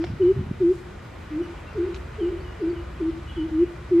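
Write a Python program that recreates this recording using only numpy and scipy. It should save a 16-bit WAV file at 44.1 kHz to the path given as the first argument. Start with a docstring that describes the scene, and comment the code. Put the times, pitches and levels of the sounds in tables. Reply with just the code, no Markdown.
"""A leafy garden where two coucals trade short, hollow hoots: one close and dry, one farther off
and echoing. Each hoot is a nearly pure tone from a swollen throat that dips in pitch and lifts again.
Small birds chirp faintly, twigs snap, leaves brush, and the hand-held microphone is bumped early on.
A distant engine hums under the hush of far traffic and foliage."""
import sys
import numpy as np
from scipy import signal
from scipy.io import wavfile

SR = 44100
rng = np.random.default_rng(int(sys.argv[2]) if len(sys.argv) > 2 else 0)


def generate_wav(signal):
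    """Clip the signal to [-1, 1] and save it as 16-bit WAV at the path in sys.argv[1]."""
    frames = np.transpose(np.atleast_2d(signal))
    scaled = np.clip(frames, -1, 1) * 32767
    pcm = np.round(scaled).astype(np.int16)
    wavfile.write(sys.argv[1], SR, pcm)


N = 176400
TIME = np.arange(N) / SR
CUTOFF_HZ = 15100

# how alike left and right are for distant sound: f/Hz, likeness/0-1
LIKENESS = [(60, 1), (170, 0.98), (350, 0.6), (650, 0.3), (1300, 0.62), (2500, 0.79), (5000, 0.3),
            (11000, 0.3)]


def from_db(db):
    """Decibels to gain."""
    return 10 ** (np.asarray(db) / 20)


def unit_rms(x):
    """Scale to rms 1."""
    return x / np.sqrt(np.mean(x ** 2) + 1e-20)


def in_time(rows):
    """Join (t/s, value) rows by straight lines."""
    return np.interp(TIME, *np.transpose(rows))


def at_hz(rows, hz):
    """Read (f/Hz, value) rows on a log-frequency axis."""
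    freqs, values = np.transpose(rows)
    return np.interp(np.log(hz), np.log(freqs), values)


def ease(x):
    """Smooth step from 0 to 1."""
    return .5 - .5 * np.cos(np.pi * np.clip(x, 0, 1))


def band(x, low_hz, high_hz):
    """Butterworth band-pass."""
    return signal.sosfilt(signal.butter(2, [low_hz, high_hz], "band", fs=SR, output="sos"), x + 1e-18)


def resonance(x, hz, width_hz):
    """One resonance, gain 1 at its peak."""
    return signal.lfilter(*signal.iirpeak(hz, hz / width_hz, fs=SR), x + 1e-18)


def drift(rate_hz):
    """Slow random wander, rms 1."""
    hop, settle = 40, 2000
    pole = np.exp(-2 * np.pi * rate_hz * hop / SR)
    white = rng.standard_normal(N // hop + settle + 2)
    slow = signal.lfilter([1], [1, -2 * pole, pole * pole], white)[settle:]
    return np.interp(np.arange(N) / hop, np.arange(len(slow)), unit_rms(slow))


def tone(hz):
    """Sine that follows a pitch curve."""
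    return np.sin(2 * np.pi * np.cumsum(hz) / SR)


def stereo(mid, side, alike):
    """Mid and side to left and right: likeness 1 is mono, 0 is wide."""
    return np.sqrt((1 + alike) / 2) * mid + np.sqrt((1 - alike) / 2) * side * np.array([[1], [-1]])


def stereo_noise(alike, samples=N):
    """White noise with the given left-right likeness."""
    return stereo(*rng.standard_normal((2, samples)), alike)


def foliage(x, t60_s, alike, build_s):
    """Diffuse scatter from leaves and trunks: a reverb tail of dying noise."""
    t = TIME[:SR]
    fade = from_db(-60 * t / t60_s) * ease(t / build_s)
    tail = stereo_noise(alike, SR) * fade / np.sqrt(np.sum(fade ** 2))
    return signal.fftconvolve(x[None], tail, axes=1)[:, :N]


def hush():
    """Far traffic and leaves: a bed of flickering third-octave noise bands with a few faint whines."""
    # spectrum of the bed: f/Hz, relative density/dB
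    spectrum = [(22, -25.5), (35, -8), (50, 2.5), (75, -1), (110, -1.5), (170, -6.5), (260, -13),
                (480, -15), (850, -19.5), (1350, -20.5), (2050, -24), (2800, -28), (4000, -33.5),
                (5800, -40), (7400, -42.5), (9000, -47.5), (12500, -51), (15000, -65.5)]
    # slow swell of the midrange and the whines: t/s, gain/dB
    midrange_swell = [(0, 1.5), (.7, -1), (1.1, 0), (1.4, 2), (2.2, 2), (3.0, 1), (4, 0.5)]
    # narrow tones in the bed: f/Hz, width/Hz, level before the swell/dB
    whine_bands = [(637, 39, -65.5), (916, 15, -63), (1034, 22, -64), (1220, 97, -58), (1461, 30, -59.5),
                   (1990, 160, -62), (2355, 20, -67.5), (7200, 320, -77.5)]
    swell_db = in_time(midrange_swell)
    edges = 20 * 2 ** (np.arange(30) / 3)
    white = rng.standard_normal((2, 2, N + SR // 2))
    bed, flicker_db = 0, 1.0
    for k, (low, high) in enumerate(zip(edges, edges[1:])):
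        hz = np.sqrt(low * high)
        mid, side = band(white[k % 2], low, high)[:, -N:]
        midrange_share = np.exp(-(np.log2(hz / 1210) / 1.9) ** 2)
        band_db = at_hz(spectrum, hz) + midrange_share * swell_db + flicker_db * drift(8.8)
        bed += from_db(band_db) * stereo(mid, side, at_hz(LIKENESS, hz))
    whines = sum(from_db(db) * unit_rms(resonance(stereo_noise(at_hz(LIKENESS, hz)), hz, width))
                 for hz, width, db in whine_bands)
    pan = from_db([[0.17], [-0.17]])
    return (from_db(-39.5) * unit_rms(bed) + from_db(swell_db) * whines) * pan


def engine():
    """The low orders of a far engine hum, wavering a little in pitch and level."""
    # fader ride of the hum: t/s, level/dB
    ride = [(0, -41.5), (1.1, -57), (1.5, -42), (2.0, -37), (2.8, -38.5), (3.5, -37), (4, -50.5)]
    # engine orders: multiple of the turning rate, relative level/dB
    orders = [(2, -8.5), (3, -2), (4, -4), (7, -14.5)]
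    turning_hz = 20.41 * (1 + .012 * drift(1.51))
    hum = sum(from_db(db + 2.5 * drift(1.9)) * tone(order * turning_hz) for order, db in orders)
    return from_db(in_time(ride)) * hum


def leaves():
    """Leaves brush together in soft swells of high noise."""
    # rustles: centre t/s, half length/s, level/dB, low f/Hz, high f/Hz
    rustles = [(0.05, 0.081, -58, 4740, 5640), (0.756, 0.076, -61.5, 3300, 9000),
               (1.974, 0.02, -67, 6090, 11010)]
    out = np.zeros((2, N))
    for centre, half_length, db, low_hz, high_hz in rustles:
        swell = np.exp(-((TIME - centre) / half_length) ** 2)
        out += from_db(db) * swell * unit_rms(band(stereo_noise(alike=0.48), low_hz, high_hz))
    return out


def small_birds():
    """Thin distant whistles, most sliding down and levelling off, blurred by the leaves around them."""
    # chirps: t/s, length/s, level/dB, opening f/Hz, closing f/Hz
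    chirps = [(.212, 0.027, -44, 3020, 2920), (0.24, 0.063, -56.5, 3000, 2991),
              (1.409, 0.058, -52, 3026, 2930), (1.41, 0.045, -66, 6000, 5850),
              (1.662, 0.063, -50.5, 2750, 2693), (2.191, 0.093, -49.5, 3270, 2845),
              (2.398, 0.022, -53, 4580, 4560), (2.436, 0.085, -52.5, 3060, 2850),
              (2.691, 0.025, -53.5, 4720, 4530), (2.75, 0.066, -52.5, 3090, 2880),
              (3.263, 0.061, -51, 2970, 2990), (3.273, 0.07, -49.5, 2873, 2877),
              (3.278, 0.12, -53, 3315, 3300), (3.356, 0.092, -49, 3015, 2980),
              (3.382, 0.07, -53.5, 2880, 2864), (3.576, 0.12, -58.5, 2940, 2880)]
    whistles = np.zeros(N)
    quaver = 1 + 0.0074 * drift(130)
    edge_s = .012
    for start, length, db, open_hz, close_hz in chirps:
        t = TIME - start
        hz = close_hz + (open_hz - close_hz) * (1 - np.clip(t / length, 0, 1)) ** 2
        whistles += from_db(db) * ease(t / edge_s) * ease((length - t) / edge_s) * tone(hz * quaver)
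    alike = at_hz(LIKENESS, 3020)
    blur = foliage(whistles, t60_s=0.078, alike=alike, build_s=edge_s)
    tail = foliage(whistles, t60_s=0.99, alike=alike, build_s=0.06)
    return from_db(-1.5) * whistles + from_db(-5) * blur + from_db(-7) * tail


def twigs():
    """Wood snaps in short cracks of noise; each sets a thick branch or a thin twig ringing."""
    # snaps: t/s, crack level/dB, decay/s, top f/Hz, kind of wood, ring level/dB
    snaps = [(0.0405, -32.5, 0.0016, 3700, "branch", -25.5), (0.0448, -38, 0.0047, 4630, "branch", -39),
             (.066, -43, 0.023, 2800, "branch", -42), (1.945, -42.5, 0.0043, 4950, "twig", -32),
             (1.9505, -45.5, 0.007, 6000, "twig", -40), (1.959, -42.5, 0.01, 4400, "twig", -46)]
    # modes of each kind of wood: f/Hz, width/Hz, relative level/dB
    wood_modes = {"branch": [(566, 100, -3), (750, 100, 0), (1450, 110, -6.5), (1770, 120, -7),
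                  (2250, 150, -6.5), (3370, 280, -5.5), (4600, 86, -21)], "twig": [(1700, 380, -6),
                  (2510, 190, -1), (3950, 130, -6), (6540, 160, -15.5)]}
    out = np.zeros((2, N))
    for start, db, decay, top_hz, wood, ring_db in snaps:
        t = np.maximum(TIME - start, 0)
        burst = from_db(db) * stereo_noise(alike=0.48) * (t > 0) * np.exp(-t / decay)
        crack = signal.sosfilt(signal.butter(4, top_hz, fs=SR, output="sos"), burst + 1e-18)
        makeup_gain = np.sqrt(SR / 2 / top_hz)
        out += makeup_gain * band(crack, 1300, CUTOFF_HZ)
        for k, (hz, width, mode_db) in enumerate(wood_modes[wood]):
            ring = np.exp(-np.pi * width * t) * np.sin(2 * np.pi * hz * t)
            out += (-1) ** k * from_db(ring_db + mode_db) * ring
    return out


def handling():
    """A hand on the microphone: dull single-swing bumps over the rumble of the grip."""
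    # rumble of the grip: t/s, level/dB
    grip = [(0, -37.5), (.1, -33), (.19, -40), (.31, -40), (.40, -29.5), (.48, -35), (.56, -40), (.68, -41),
            (.85, -63), (1.2, -70)]
    # bumps: t/s, peak level/dB, f/Hz
    bumps = [(0.075, -29, 100), (.103, -21.5, 140), (0.139, -24.5, 150), (.364, -25.5, 150),
             (.380, -25, 115), (0.394, -19, 135), (0.413, -19, 157), (0.443, -26, 136), (0.47, -25, 149),
             (0.514, -15, 170)]
    out = from_db(in_time(grip)) * unit_rms(band(stereo_noise(alike=0.98), 74, 142))
    for centre, db, hz in bumps:
        phase_squared = (np.pi * hz * (TIME - centre)) ** 2
        out += from_db(db) * (2 * phase_squared - 1) * np.exp(-phase_squared)
    return out


def garden_echo(direct, send):
    """Walls and trees return the send as early echoes; foliage adds a tail, even to the closest hoots."""
    # reflections: delay/s, gain/dB
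    reflections = [(0.018, -9.5), (0.0229, -10.5), (0.0396, -13.5), (0.0493, -12), (0.0918, -10.5),
                   (0.1123, -14)]
    echoes = sum(from_db(db) * np.interp(TIME - delay, TIME, send, left=0) for delay, db in reflections)
    tail_feed = from_db(-12.5) * send + from_db(-26.5) * direct
    return echoes + foliage(tail_feed, t60_s=0.9, alike=0.72, build_s=0.06)


def coucals():
    """Hollow hoots from a swollen throat fall quickly, then climb; the farther ones carry more echo."""
    # hoots: t/s, length/s, level before the throat/dB, swell over the hoot/dB, opening f/Hz,
    # lowest f/Hz, closing f/Hz, middle of the fall/s, fall length/s, echo send/dB
    hoots = [(-0.064, 0.132, -19.5, -16.5, 335, 314, 349, 0.03, 0.03, -17),
             (0.193, 0.14, -12, 3.5, 383.5, 348.4, 385.7, 0.035, 0.028, -24.5),
             (0.345, 0.12, -34.5, -16, 388, 366.4, 384, 0.05, 0.035, -16),
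             (0.598, 0.14, -13.5, 1.5, 374.8, 336.3, 373, 0.033, 0.031, -17),
             (1.301, 0.1367, -24, 9, 312, 303, 354, 0.025, 0.04, -5.5),
             (1.744, 0.1455, -21.5, -6, 427.5, 337.3, 380, 0.038, 0.024, -1.5),
             (2.174, 0.154, -20.8, -3.5, 428, 334.2, 374.6, 0.039, 0.023, -1),
             (2.589, 0.14, -21, -0.8, 439.5, 321.8, 349.3, 0.033, 0.03, -3),
             (2.993, 0.12, -21, 1.5, 383, 317.8, 334.5, 0.022, 0.027, -3),
             (3.36, 0.12, -22, 3, 346.6, 309.7, 326, 0.03, 0.026, -5.5),
             (3.503, 0.15, -17.5, 18, 320.3, 312.4, 353, 0.031, 0.033, -17),
             (3.904, 0.14, -11.5, 4, 363.3, 335, 363.8, 0.034, 0.024, -19)]
    attack_s, release_s = 0.023, 0.024
    rise_start_s, top_hold_s = 0.052, 0.011   # the climb tops out just before the end
    throat_top_hz = 404   # the throat radiates weakly above this pitch
    quaver = 1 + 0.0012 * drift(40)
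    flutter = from_db(0.28 * drift(45))
    direct, send = np.zeros((2, N))
    for start, length, db, swell_db, open_hz, low_hz, close_hz, fall_at, fall_s, send_db in hoots:
        t = TIME - start
        fall = ease((t - fall_at) / fall_s + .5)
        rise = ease((t - rise_start_s) / (length - top_hold_s - rise_start_s))
        hz = (open_hz + (low_hz - open_hz) * fall + (close_hz - low_hz) * rise) * quaver * (t > 0)
        level = from_db(db + swell_db * (np.clip(t / length, 0, 1) - .5))
        envelope = ease(t / attack_s) * ease((length - t) / release_s)
        throat = 1 / np.sqrt(1 + (hz / throat_top_hz) ** 30)
        voice = tone(hz) + from_db(-47) * tone(2 * hz)
        hoot = level * envelope * flutter * throat * voice
        direct += hoot
        send += from_db(send_db) * hoot
    pan = from_db([[0.19], [-0.19]])
    return (direct + garden_echo(direct, send)) * pan


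def scene():
    """The garden at the microphone."""
    return coucals() + small_birds() + twigs() + leaves() + handling() + engine() + hush()


def record(dry):
    """A steep low-pass takes off the very top."""
    return signal.sosfilt(signal.cheby2(12, 70, CUTOFF_HZ + 900, fs=SR, output="sos"), dry)


dry = scene()
out = record(dry)
generate_wav(out)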